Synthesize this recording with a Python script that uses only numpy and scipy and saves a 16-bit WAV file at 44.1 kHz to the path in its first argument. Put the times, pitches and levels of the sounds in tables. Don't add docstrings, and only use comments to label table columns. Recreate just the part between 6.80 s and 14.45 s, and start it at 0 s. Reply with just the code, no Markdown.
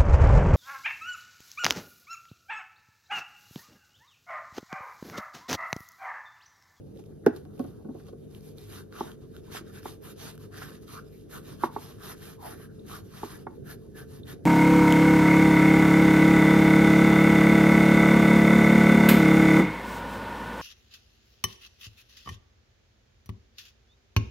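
import sys
import numpy as np
from scipy import signal
from scipy.fft import rfft, irfft, next_fast_len
from scipy.io import wavfile
from scipy.ndimage import uniform_filter1d, map_coordinates

SR = 44100
rng = np.random.default_rng(int(sys.argv[2]) if len(sys.argv) > 2 else 0)


def gain_from_decibels(decibels):
    exponent = np.asarray(decibels, float) / 20
    return 10 ** exponent


def file_out(sig):
    cols = np.atleast_2d(sig).T
    lim = np.clip(cols, -1, 1)
    pcm = np.round(lim * 32767).astype(np.int16)
    wavfile.write(sys.argv[1], SR, pcm)


N = 337541


def unit(x):
    return x / np.sqrt(np.mean(x ** 2) + 1e-20)


def along(points, hz):
    point_hz, value = np.transpose(points)
    return np.interp(np.log(hz + 1), np.log(point_hz + 1), value)


def curves(rows):
    s, *columns = np.transpose(rows)
    return [np.interp(np.arange(N) / SR, s, column) for column in columns]


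def wobble(rate_hz):
    at = np.arange(0, N + 16, 16)
    knots = rng.standard_normal(int(N * rate_hz / SR) + 4)
    return np.interp(np.arange(N), at, map_coordinates(knots, [at * rate_hz / SR]))


def filtered(x, response):
    m = next_fast_len(N + SR // 2)
    return irfft(rfft(x, m) * response(np.fft.rfftfreq(m, 1 / SR)), m)[..., :N]


def shaped(x, points):
    return unit(filtered(x, lambda f: gain_from_decibels(along(points, f))))


def resonance(f, hz, width_hz):
    return 1j * f * width_hz / (hz * hz - f * f + 1j * f * width_hz)


def noise(patchy_db, grain_db):
    z = signal.stft(rng.standard_normal((2, N)), nperseg=512)[2]
    field = uniform_filter1d(rng.standard_normal(z.shape[1:]), 6, 0)
    field = uniform_filter1d(field, 8, 1)
    pair = signal.istft(z * gain_from_decibels(patchy_db * unit(field)), nperseg=512)[1][:, :N]
    return pair * gain_from_decibels(grain_db * wobble(900))


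def ring(modes, attack_s, scatter_db):
    t = np.arange(SR // 4) / SR
    pair = np.zeros((2, len(t)))
    for hz, db, t60 in modes:
        turn = [[0], [-1.68 + rng.normal(0, 0.37)]]
        decay = gain_from_decibels(db + rng.normal(0, scatter_db) - 60 * t / t60)
        pair += decay * np.sin(2 * np.pi * hz * t + turn)
    onset = 1 - np.exp(-(t / attack_s) ** 2)
    return pair * onset * gain_from_decibels([[0], [-6]])


def tick(t60):
    return gain_from_decibels(-60 * np.arange(SR // 4) / SR / t60) * rng.standard_normal((2, SR // 4))


def add(out, s, x):
    start = round(s * SR)
    out[:, start:start + x.shape[1]] += x


def glides(rows, spread, edge):
    out = np.zeros((2, N + SR))
    for s, length_s, db, first_hz, last_hz in rows:
        n = round(length_s * SR)
        z = np.fft.fft(rng.standard_normal((2, 8192)) + 1j * rng.standard_normal((2, 8192)))
        f = np.fft.fftfreq(8192, 1 / SR)
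        slow = np.fft.ifft(z / (1 + (f / (spread * first_hz)) ** 4))[:, :n]
        carrier = np.exp(2j * np.pi * np.cumsum(np.linspace(first_hz, last_hz, n)) / SR)
        arch = abs(np.sin(np.linspace(0, np.pi, n))) ** edge
        add(out, s, gain_from_decibels(db) * unit((slow * carrier).real) * arch)
    return out[:, :N]


# frequency in Hz, level in dB per Hz.
DRONE = [(22, -64), (35, -17), (55, -13.5), (80, -4), (130, -2.5), (230, -7), (330, -5.5), (440, -4.5),
         (500, -12.5), (600, -19.5), (750, -27.5), (1000, -46), (1600, -41.5), (3000, -79)]
# time in seconds, level in dB.
DRONE_DB = [(0.0, -47), (3.26, -47), (4.11, -48), (4.73, -47), (6.2, -46.5), (6.47, -49), (6.82, -44.5),
            (7.18, -48), (7.65, -43.5)]
# frequency in Hz, width in Hz, level in dB.
HUM = [(49.8, 1.57, -64), (100.2, 3.35, -57.5), (149, 2.85, -54.5), (198, 3.95, -57.5), (242, 4.53, -63),
       (436.4, 10, -57)]
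# frequency in Hz, level in dB per Hz.
AIR = [(900, -120), (1300, -49), (3000, -7), (6000, 23), (10000, 26), (15700, -14)]


def workshop():
    level_db, = curves(DRONE_DB)
    drone = shaped(noise(patchy_db=1.5, grain_db=-2.0), DRONE)
    t = np.arange(N) / SR
    tones = np.zeros(N)
    for hz, width_hz, db in HUM:
        cycles = hz * t + np.cumsum(width_hz * wobble(12)) / SR
        tones += gain_from_decibels(db - 0.7 + 2.6 * wobble(7)) * np.sin(2 * np.pi * cycles)
    air = shaped(rng.standard_normal((2, N)), AIR)
    drift_db = 0.55 * wobble(5.01) + 0.33 * wobble(14)
    return gain_from_decibels(level_db - 0.24 + drift_db) * drone + tones * gain_from_decibels([[3], [-6]]) + gain_from_decibels(-78.5) * air


# frequency in Hz, t60 in seconds.
SHOP_T60 = [(200, .3), (1500, .28), (10000, .12)]


def walls(x, wet_db):
    hz, t, z = signal.stft(rng.standard_normal((2, SR // 3)), SR, nperseg=256)
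    tail = signal.istft(z * gain_from_decibels(-60 * t / along(SHOP_T60, hz)[:, None]), SR, nperseg=256)[1]
    delayed = np.pad(x, ((0, 0), (300, 0)))
    wet = gain_from_decibels(wet_db) * signal.fftconvolve(delayed, tail / np.linalg.norm(tail[0]), axes=1)
    wet[:, :x.shape[1]] += x
    return wet


# time in seconds, thud in dB, wall in dB, tick in dB, thud pitch in Hz.
BOTTLE_HITS = [(0.161, -36, -30, -31.5, 446), (0.463, -1, -16, -34.5, 403), (0.653, -43, -11.5, -21, 314),
               (0.794, -27, -9, -22, 257), (0.842, -39.5, -5, -18, 265), (1.046, -41, -10, -33, 212),
               (1.085, -37, -11, -50, 249), (1.146, -33, -20, -35, 380), (1.198, -47, -14, -20, 432),
               (1.285, -45, -9, -14, 440), (1.328, -33, -19, -34, 424)]
# frequency in Hz, level in dB, t60 in seconds.
BENCH = [(122, -26.5, 0.075), (247.6, -20, .1), (300, -21, 0.098), (348, -12, 0.045), (436, -20, 0.043)]
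FREE_WALL = [(560, -5, 0.023), (645, 6, 0.057), (703, -4, 0.088), (827, 2.5, 0.048), (1090, -8, 0.037),
             (1360, -16, 0.058), (1464, -15, 0.053), (1500, 5.5, 0.024), (1625, -4, 0.042),
             (1910, -10, 0.034), (2230, -20, 0.025), (2650, -18, 0.035), (3700, -22, 0.031),
             (5390, -18, 0.022)]
HELD_WALL = [(550, 11, 0.068), (656, 5.5, 0.068), (729, 7.5, 0.079), (834, -8, 0.07), (1100, -4.5, 0.077),
             (1243, -6.5, 0.065), (1370, -10, .05), (1470, -6, .05), (1630, -14, .04)]
HARD_DB, BASS_DB_PER_OCTAVE = -10, 26


def bottle():
    out = np.zeros((2, N + SR))
    (low_hz, low_db, low_t60), *upper_bench = BENCH
    for s, db, wall_db, tick_db, hz in BOTTLE_HITS:
        if db > HARD_DB:
            wall = ring(FREE_WALL, attack_s=0.0018, scatter_db=0.5)
        else:
            wall = ring(HELD_WALL, attack_s=0.0025, scatter_db=2.5)
        snap = tick(t60=0.006)
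        scuff = uniform_filter1d(tick(t60=0.06), size=5)
        crack = gain_from_decibels(4.5) * snap + gain_from_decibels(1.5) * scuff
        add(out, s, walls(gain_from_decibels(db + wall_db - 1.5) * wall + gain_from_decibels(db + tick_db + 2.5) * crack, wet_db=-14))

        thud = (hz, 0, 0.021 * (430 / hz) ** 2.6)
        bass_db = low_db - 13 + BASS_DB_PER_OCTAVE * np.log2(430 / hz)
        bass = (low_hz, bass_db, 1.5 * low_t60)
        bench = ring([thud, bass] + upper_bench, attack_s=0.0044, scatter_db=0.5)
        add(out, s + 0.0018, walls(-gain_from_decibels(db + 12.3) * bench, wet_db=-22))
    return out[:, :N]


# start in seconds, length in
# seconds, level in dB, first Hz, last Hz.
SHUFFLES = [(0.5, .1, -44.5, 329, 352), (0.835, 0.053, -43, 326, 300), (0.845, 0.016, -58, 724, 700),
            (0.98, 0.055, -62, 780, 726), (1.045, 0.038, -43, 334, 265), (1.048, 0.024, -54, 740, 720),
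            (1.085, 0.043, -42, 300, 330), (1.088, .03, -54, 696, 720), (1.14, 0.056, -46.5, 395, 330),
            (1.145, 0.037, -58, 785, 755), (1.28, 0.019, -62, 1190, 1200), (1.325, 0.046, -46.5, 424, 378),
            (0.793, 0.039, -38, 380, 348), (0.793, 0.038, -52, 560, 550), (0.16, .02, -52, 452, 450),
            (0.19, 0.018, -51, 430, 430), (0.435, 0.035, -61, 1500, 1550), (0.49, 0.1, -61.5, 1500, 1400),
            (0.66, 0.116, -70.5, 1197, 1300), (0.86, .17, -70, 1350, 1250), (1.19, .025, -66, 1500, 1600)]


def shuffles():
    return glides(SHUFFLES, spread=0.28, edge=0.6)


# time in seconds, sheath in dB, palm in dB, palm pitch in Hz, rim in dB.
KNOCKS = [(2.207, -22.5, -7, 379, -28), (2.699, -52, 4, 417, -9), (2.748, -34, -7.5, 428, -28),
          (2.808, -49, 6, 330, -22), (3.055, -28, -12, 363, -19.5), (3.818, -39.5, -23, 420, -3.5),
          (4.189, -49.5, 2, 422, -10), (4.835, -12.5, -13.5, 359, -19.5), (4.962, -23, -9, 412, -26),
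          (5.798, -47.5, -1, 410, -22), (6.431, -25.5, -6, 401, -31), (6.667, -28, -9, 389, -17)]
# frequency in Hz, level in dB, t60 in seconds.
SHEATH = [(877, -9, 0.03), (970, -19, .04), (1109, -9, 0.04), (1250, -18, 0.025), (740, -16, 0.052),
          (599, -11, 0.04)]
PALM = [(250.4, -10, 0.1), (290, -11, .08), (338, -6.5, 0.073)]
RIM = [(1400, 8, 0.025), (1624, -0.5, 0.03), (1880, -7.5, 0.044), (2190, -11, 0.048), (3630, -20.5, 0.024)]
BLOW_HZ, STIFFEN_HZ_PER_DB, BLOW_T60 = 1050, 8.5, 0.016


def knocks():
    out = np.zeros((2, N + SR))
    for s, db, low_db, palm_hz, rim_db in KNOCKS:
        blow = (BLOW_HZ + STIFFEN_HZ_PER_DB * db, 2.2, BLOW_T60)
        leather = ring([blow] + SHEATH, attack_s=0.0009, scatter_db=0)
        leather += gain_from_decibels(rim_db + 1.0) * ring(RIM, attack_s=0.00077, scatter_db=1.0)
        add(out, s + 0.0011, walls(gain_from_decibels(db + 6.0) * leather + gain_from_decibels(db - 50) * tick(t60=0.0086), wet_db=-17))
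        palm = ring([(palm_hz, 0, 0.045)] + PALM, attack_s=0.0018, scatter_db=0.1)
        add(out, s + 0.0026, walls(gain_from_decibels(db + low_db + 10.2) * palm, wet_db=-16))
    return out[:, :N]


# time in seconds, peak in dB, pitch in Hz, fold pop in dB.
TICKS = [(0.1735, -50, 3460, -17), (0.24, -48.5, 2550, -11), (0.563, -38, 4300, -5), (0.6516, -50, 3690, 2),
         (0.779, -51, 2670, -7), (0.8654, -54, 5900, -14), (1.2678, -50, 2600, -14),
         (1.4734, -68, 2590, -8), (1.5125, -51, 5080, -13), (1.5486, -43, 2980, -9),
         (1.608, -50, 4900, -28.5), (1.7834, -38.5, 3810, -15), (2.0376, -55, 3500, -14),
         (2.1256, -47, 4320, 8), (2.317, -42, 3180, 0), (2.5655, -40, 3150, -2.5),
         (2.7244, -35.5, 3780, -11), (3.031, -45, 5130, 4), (3.578, -40.5, 2800, -2), (4.08, -46, 3800, -6),
         (5.694, -48, 2390, -12)]
# time in seconds, peak in dB.
FLICKS = [(1.1707, -56), (1.6102, -49), (1.7744, -46), (1.8941, -44), (3.5538, -45), (4.3121, -57),
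          (4.3575, -50), (4.3954, -56), (4.4233, -59), (5.5344, -51), (5.8694, -62), (6.0666, -44),
          (6.3081, -54)]
# time in seconds, level in dB, pitch in Hz.
RIVETS = [
    (4.397, -64, 3300),
    (5.9938, -49, 3740),
    (7.4335, -39.5, 3630),
]


def snags():
    out = np.zeros((2, N + SR))
    for s, db, hz, fold_db in TICKS:
        pitch = ring([(hz, -3, 0.003), (1450, fold_db - 8.0, 0.009)], attack_s=0.0002, scatter_db=2.0)
        add(out, s, gain_from_decibels(db - 9.5) * np.diff(tick(t60=0.012), prepend=0) + gain_from_decibels(db + 8.5) * pitch)
    for s, db in FLICKS:
        add(out, s, gain_from_decibels(db - 6.0) * np.diff(tick(t60=0.006), prepend=0))
    for s, db, hz in RIVETS:
        note = ring([(hz, 0, 0.018), (1.08 * hz, -4, 0.014)], attack_s=0.0008, scatter_db=1)
        add(out, s, gain_from_decibels(db) * note)
    return out[:, :N]


# start in seconds, length in seconds, level in dB, first Hz, last Hz.
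SIGHS = [(1.93, 0.11, -55, 1250, 1500), (2.12, .08, -55, 1346, 1250), (2.245, 0.065, -56, 1500, 1456),
         (2.415, 0.062, -69, 1200, 1050), (2.525, 0.057, -62, 1400, 1500), (2.67, 0.034, -58, 950, 950),
         (2.86, 0.068, -60, 1400, 1360), (2.945, 0.056, -57, 1500, 1650), (3.24, .08, -59, 1250, 1400),
         (3.44, 0.067, -53, 1300, 1500), (3.59, 0.079, -64, 1100, 1200), (3.73, 0.12, -61, 1353, 1400),
         (4.075, 0.05, -52.5, 1250, 1210), (4.12, 0.077, -47.5, 1150, 1296),
         (4.165, 0.039, -45, 1298, 1400), (4.52, 0.079, -47.5, 1457, 1194), (5.2, 0.052, -67, 1550, 1400),
         (5.32, 0.047, -64, 1500, 1630), (5.575, .12, -50, 955, 860), (5.66, 0.13, -59, 1650, 1680),
         (5.8, 0.078, -61, 1450, 1546), (5.88, 0.047, -64.5, 1500, 1500), (6.1, 0.088, -46, 1205, 1346),
         (6.34, 0.099, -63, 1207, 1300), (6.49, 0.095, -56, 1350, 1725), (6.85, 0.097, -54, 1550, 1438),
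         (7.0, .1, -70.5, 1100, 1000), (7.15, .11, -58, 1500, 1480), (7.3, .1, -66.5, 997, 1100),
         (7.48, 0.064, -58, 1500, 1605), (4.32, 0.056, -71, 2150, 2150), (6.67, .09, -60, 945, 850),
         (2.72, .09, -54, 1500, 1400), (4.68, .06, -62, 1200, 1500), (4.815, .025, -50, 1100, 1200),
         (3.4, .09, -56, 750, 720)]


def sighs():
    return glides(SIGHS, spread=0.16, edge=0.96)


# start in seconds, length in seconds, pressure in dB, nap in dB, fold
# in dB.
PUSHES = [(0.121, 0.16, -70, -12, -18), (0.476, 0.19, -68, -5, 1), (0.74, 0.35, -72.5, -1.5, 1.0),
          (1.74, 0.19, -62.5, -6.5, -23), (2.079, 0.32, -55.5, -5.5, 4.5), (2.393, 0.071, -69.5, -14, -2),
          (2.689, 0.15, -46.5, -11, 0.5), (2.818, 0.14, -65, -5, 3), (2.991, 0.21, -53.5, -2, -1),
          (3.194, 0.18, -55.5, 0.5, 1), (3.333, 0.24, -48.5, -7.5, -7.5), (3.565, 0.13, -62, -4.5, -1.5),
          (3.683, 0.27, -53.5, -6, 5), (3.82, 0.23, -61.5, -5, 3.5), (4.04, 0.22, -53.5, -6, -4.5),
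          (4.472, 0.17, -54.5, -1.5, 2), (4.778, 0.14, -52.5, -3.5, 6.5), (5.354, 0.26, -55.0, -2, 0.5),
          (5.743, 0.17, -62.5, 1, 6.5), (6.028, 0.23, -52.5, -3.5, 2), (6.92, 0.25, -77.5, 0, -3),
          (7.128, 0.15, -59, -0.5, 8)]
PULLS = [(0.261, 0.108, -91, -4.5, 19), (0.651, 0.29, -69, 1, 2), (1.09, 0.19, -70.5, -5.5, -1.5),
         (1.231, 0.094, -65.5, -12, -3.5), (1.298, 0.25, -81, 2, -12.0), (1.462, 0.18, -66, -3.5, -5),
         (1.583, 0.17, -62.5, -3, -25), (1.819, 0.24, -56, -3.5, -1.5), (2.492, 0.14, -66.5, -8, -6),
         (2.606, 0.13, -63.5, -11, -1.5), (2.892, 0.14, -57.5, -3, 4.5), (4.23, 0.26, -72.5, -1.5, -25),
         (4.59, 0.2, -56, -5, -1.5), (4.84, 0.35, -57.0, -5.5, 0), (5.146, 0.24, -53.5, -2.5, 3.5),
         (5.57, 0.22, -53.5, 0.5, 4), (5.82, 0.33, -75, -12, -4), (6.213, 0.46, -56.5, -5.5, 2.5),
         (6.824, 0.15, -56.5, 2, 7), (7.23, 0.21, -64, -2.5, 0), (7.43, 0.14, -56, -4.5, 3.5),
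         (5.262, 0.08, -55.5, 3, 5),
    (6.48, 0.11, -64, 5, 0),
    (7.624, .08, -69, -2, 3),
    (0.184, 0.022, -68, -8, 3),
    (0.251, .02, -70, -8, -10),
    (0.554, 0.027, -58.5, -17, -1),
]
RUSTLES = [(4.2, .12, -70, -6, -10), (4.36, .1, -72, -9, -10), (4.74, .08, -70, -3, -5),
           (5.1, .1, -71, -3, -5), (5.34, .08, -66, -3, -3), (5.9, .15, -76, -3, -5),
           (6.2, .1, -72, -3, -3), (6.56, .1, -69, -4, -4), (6.68, .14, -78, -3, 0),
           (3.5, .08, -66, -3, -3), (3.99, .08, -66, -3, -3)]
# pile in dB, nap in dB, fold in dB.
REST_DB = (-78.5, -84, -81.5)
PUSH_SKEW, PUSH_SHARP = 0.87, 2.9
PULL_SKEW, PULL_SHARP = 1.144, 1.98


def strokes():
    power = np.outer(gain_from_decibels(REST_DB) ** 2, np.ones(N + SR))
    pushing = (PUSHES, PUSH_SKEW, PUSH_SHARP)
    pulling = (PULLS + RUSTLES, PULL_SKEW, PULL_SHARP)
    for rows, skew, sharp in [pushing, pulling]:
        for s, length_s, db, nap_db, fold_db in rows:
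            phase = np.pi * np.linspace(0, 1, round(length_s * SR)) ** skew
            arch = abs(np.sin(phase)) ** sharp
            add(power, s, np.outer(gain_from_decibels([db, db + nap_db, db + fold_db]), arch) ** 2)
    return np.sqrt(power[:, :N])


# frequency in Hz, level in dB per Hz.
PILE = [(300, -120), (600, 5), (1500, -2.5), (2150, -4.5), (2700, -1.5), (3800, -0.5), (6000, -3.5),
        (8200, -1.5), (9400, -8.5)]
NAP = [(6000, -60), (7200, -17), (8200, -12), (9500, -3), (12000, 0), (14000, -3), (15800, -5)]
# frequency in Hz, width in Hz, level in dB.
WEAVE = [(2390, 57, 3.5), (2800, 100, 3), (3150, 90, 3), (3700, 130, 4), (4260, 100, 2), (4900, 120, 1.5)]
# frequency in Hz, width in Hz, level in dB.
FOLD_AIR = [(780, 310, 13.5), (1091, 410, -2.5), (1280, 630, 1.5), (1527, 280, -2.5), (1700, 100, -3)]
# time in seconds, pitch in Hz.
OPENING = [(0, 960), (1.5, 1080), (2.0, 1280), (2.25, 1050), (2.57, 1470), (2.75, 1310), (2.95, 1540),
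           (3.1, 1090), (3.8, 1400), (4.19, 1200), (4.53, 1360), (5.0, 1020), (5.49, 1360), (5.655, 935),
           (5.8, 1390), (6.13, 1150), (6.46, 1200), (6.9, 1500)]


def cloth():
    drag, brush, blow = strokes()
    fold_hz, = curves(OPENING)
    catch_db = 1.26 * wobble(45) + 0.86 * wobble(16)

    def pile_response(f):
        weave_db = sum(db * np.exp(-((f - hz) / width_hz) ** 2) for hz, width_hz, db in WEAVE)
        return gain_from_decibels(along(PILE, f) + weave_db)

    def fold_response(f):
        return np.array([[resonance(f, hz, width_hz) ** 2] for hz, width_hz, _ in FOLD_AIR])

    pile = gain_from_decibels(-0.77) * unit(filtered(noise(patchy_db=1.8, grain_db=1.5), pile_response))
    nap = shaped(noise(patchy_db=2.5, grain_db=2), NAP)
    tones = filtered(noise(patchy_db=2.0, grain_db=3.0), fold_response)
    near = np.array([np.exp(-np.log(fold_hz / hz) ** 2 / 0.05) + 0.1 for hz, *_ in FOLD_AIR])
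    near /= np.linalg.norm(near, axis=0)
    fold = sum(share * gain_from_decibels(db) * unit(tone) for share, tone, (*_, db) in zip(near, tones, FOLD_AIR))
    return gain_from_decibels(catch_db) * (gain_from_decibels(5.0) * drag * pile + gain_from_decibels(4.0) * brush * nap + blow * fold)


def scene():
    floor_hz = 62.3
    hits = filtered(bottle() + knocks(), lambda f: (1j * f / (floor_hz + 1j * f)) ** 2)
    rubs = cloth() + snags() + sighs() + shuffles()
    return hits + walls(rubs, wet_db=-15.5)[:, :N] + workshop()


def thin_treble(left, right):
    hz, _, z = signal.stft([left + right, left - right], SR, nperseg=2048)
    power = uniform_filter1d(abs(z) ** 2, size=14, axis=1)
    treble = power[:, hz > 3000].sum(axis=(0, 1))
    steady = treble < gain_from_decibels(11) * np.roll(treble, 1)
    choices = rng.standard_normal((z.shape[1] // 24 + 1, z.shape[2] // 3 + 1))
    blocks = np.kron(choices, np.ones((24, 3)))[:z.shape[1], :z.shape[2]]
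    limit_db = -5 + blocks + np.zeros((2, 1, 1))
    limit_db[0, hz < 11000] = 5 * limit_db[0, hz < 11000] + 15.5
    weaker = power < power[::-1] * gain_from_decibels(2 * np.minimum(limit_db, -3))
    weak = weaker & (hz[:, None] > 6200) & steady
    mid, side = signal.istft(z * ~weak, SR, nperseg=2048)[1][:, :N] / 2
    return np.array([mid + side, mid - side])


def band_limit(x):
    return signal.sosfilt(signal.butter(12, 15800, fs=SR, output="sos"), x)


# frequency in Hz, lead in half turns.
LEAD = [(50, 0.12), (100, -.12), (150, -0.34), (250, -0.16), (400, -0.17), (470, -0.34), (620, -0.93),
        (720, -0.77), (900, -0.3), (2000, 0.34), (5000, 0.46)]
# frequency in Hz, likeness from 0 to 1.
ALIKE = [(50, .95), (110, .9), (250, 0.16), (500, 0.16), (1000, 0.49), (2500, 0.54), (5000, 0.76)]
# frequency in Hz, lead in half turns, likeness.
SPACING = [(6300, .65, .4), (7400, .9, .93), (8100, 1, .97), (8800, .9, .93), (9600, .5, .75),
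           (10500, .12, .93), (11500, 0, .99), (12600, -.12, .93), (13400, -.5, .75), (14300, -.88, .93),
           (15000, -1, .99)]
# frequency in Hz, left minus right in dB.
LEAN = [(100, 0), (300, -1.2), (550, -1.5), (870, 1), (1150, -1.5), (2000, 1.3), (4000, -4), (6000, -5)]


def record(dry):
    lead = LEAD + [(hz, turns) for hz, turns, _ in SPACING]
    alike = ALIKE + [(hz, share) for hz, _, share in SPACING]
    side = np.array([[1], [-1]])

    def split(f):
        angle = np.arccos(np.clip(along(alike, f), -1, 1)) / 2
        return np.array([np.cos(angle), np.sin(angle)])

    def steer(f):
        lean_db = along(LEAN + [(7000, 0)], f)
        return gain_from_decibels(side * lean_db / 2) * np.exp(-side * 1j * np.pi * along(lead, f) / 2)

    common, scattered = filtered(dry, split)
    left, right = filtered(common + side * scattered, steer)
    return band_limit(thin_treble(left, right))


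dry = scene()
out = record(dry)
file_out(out)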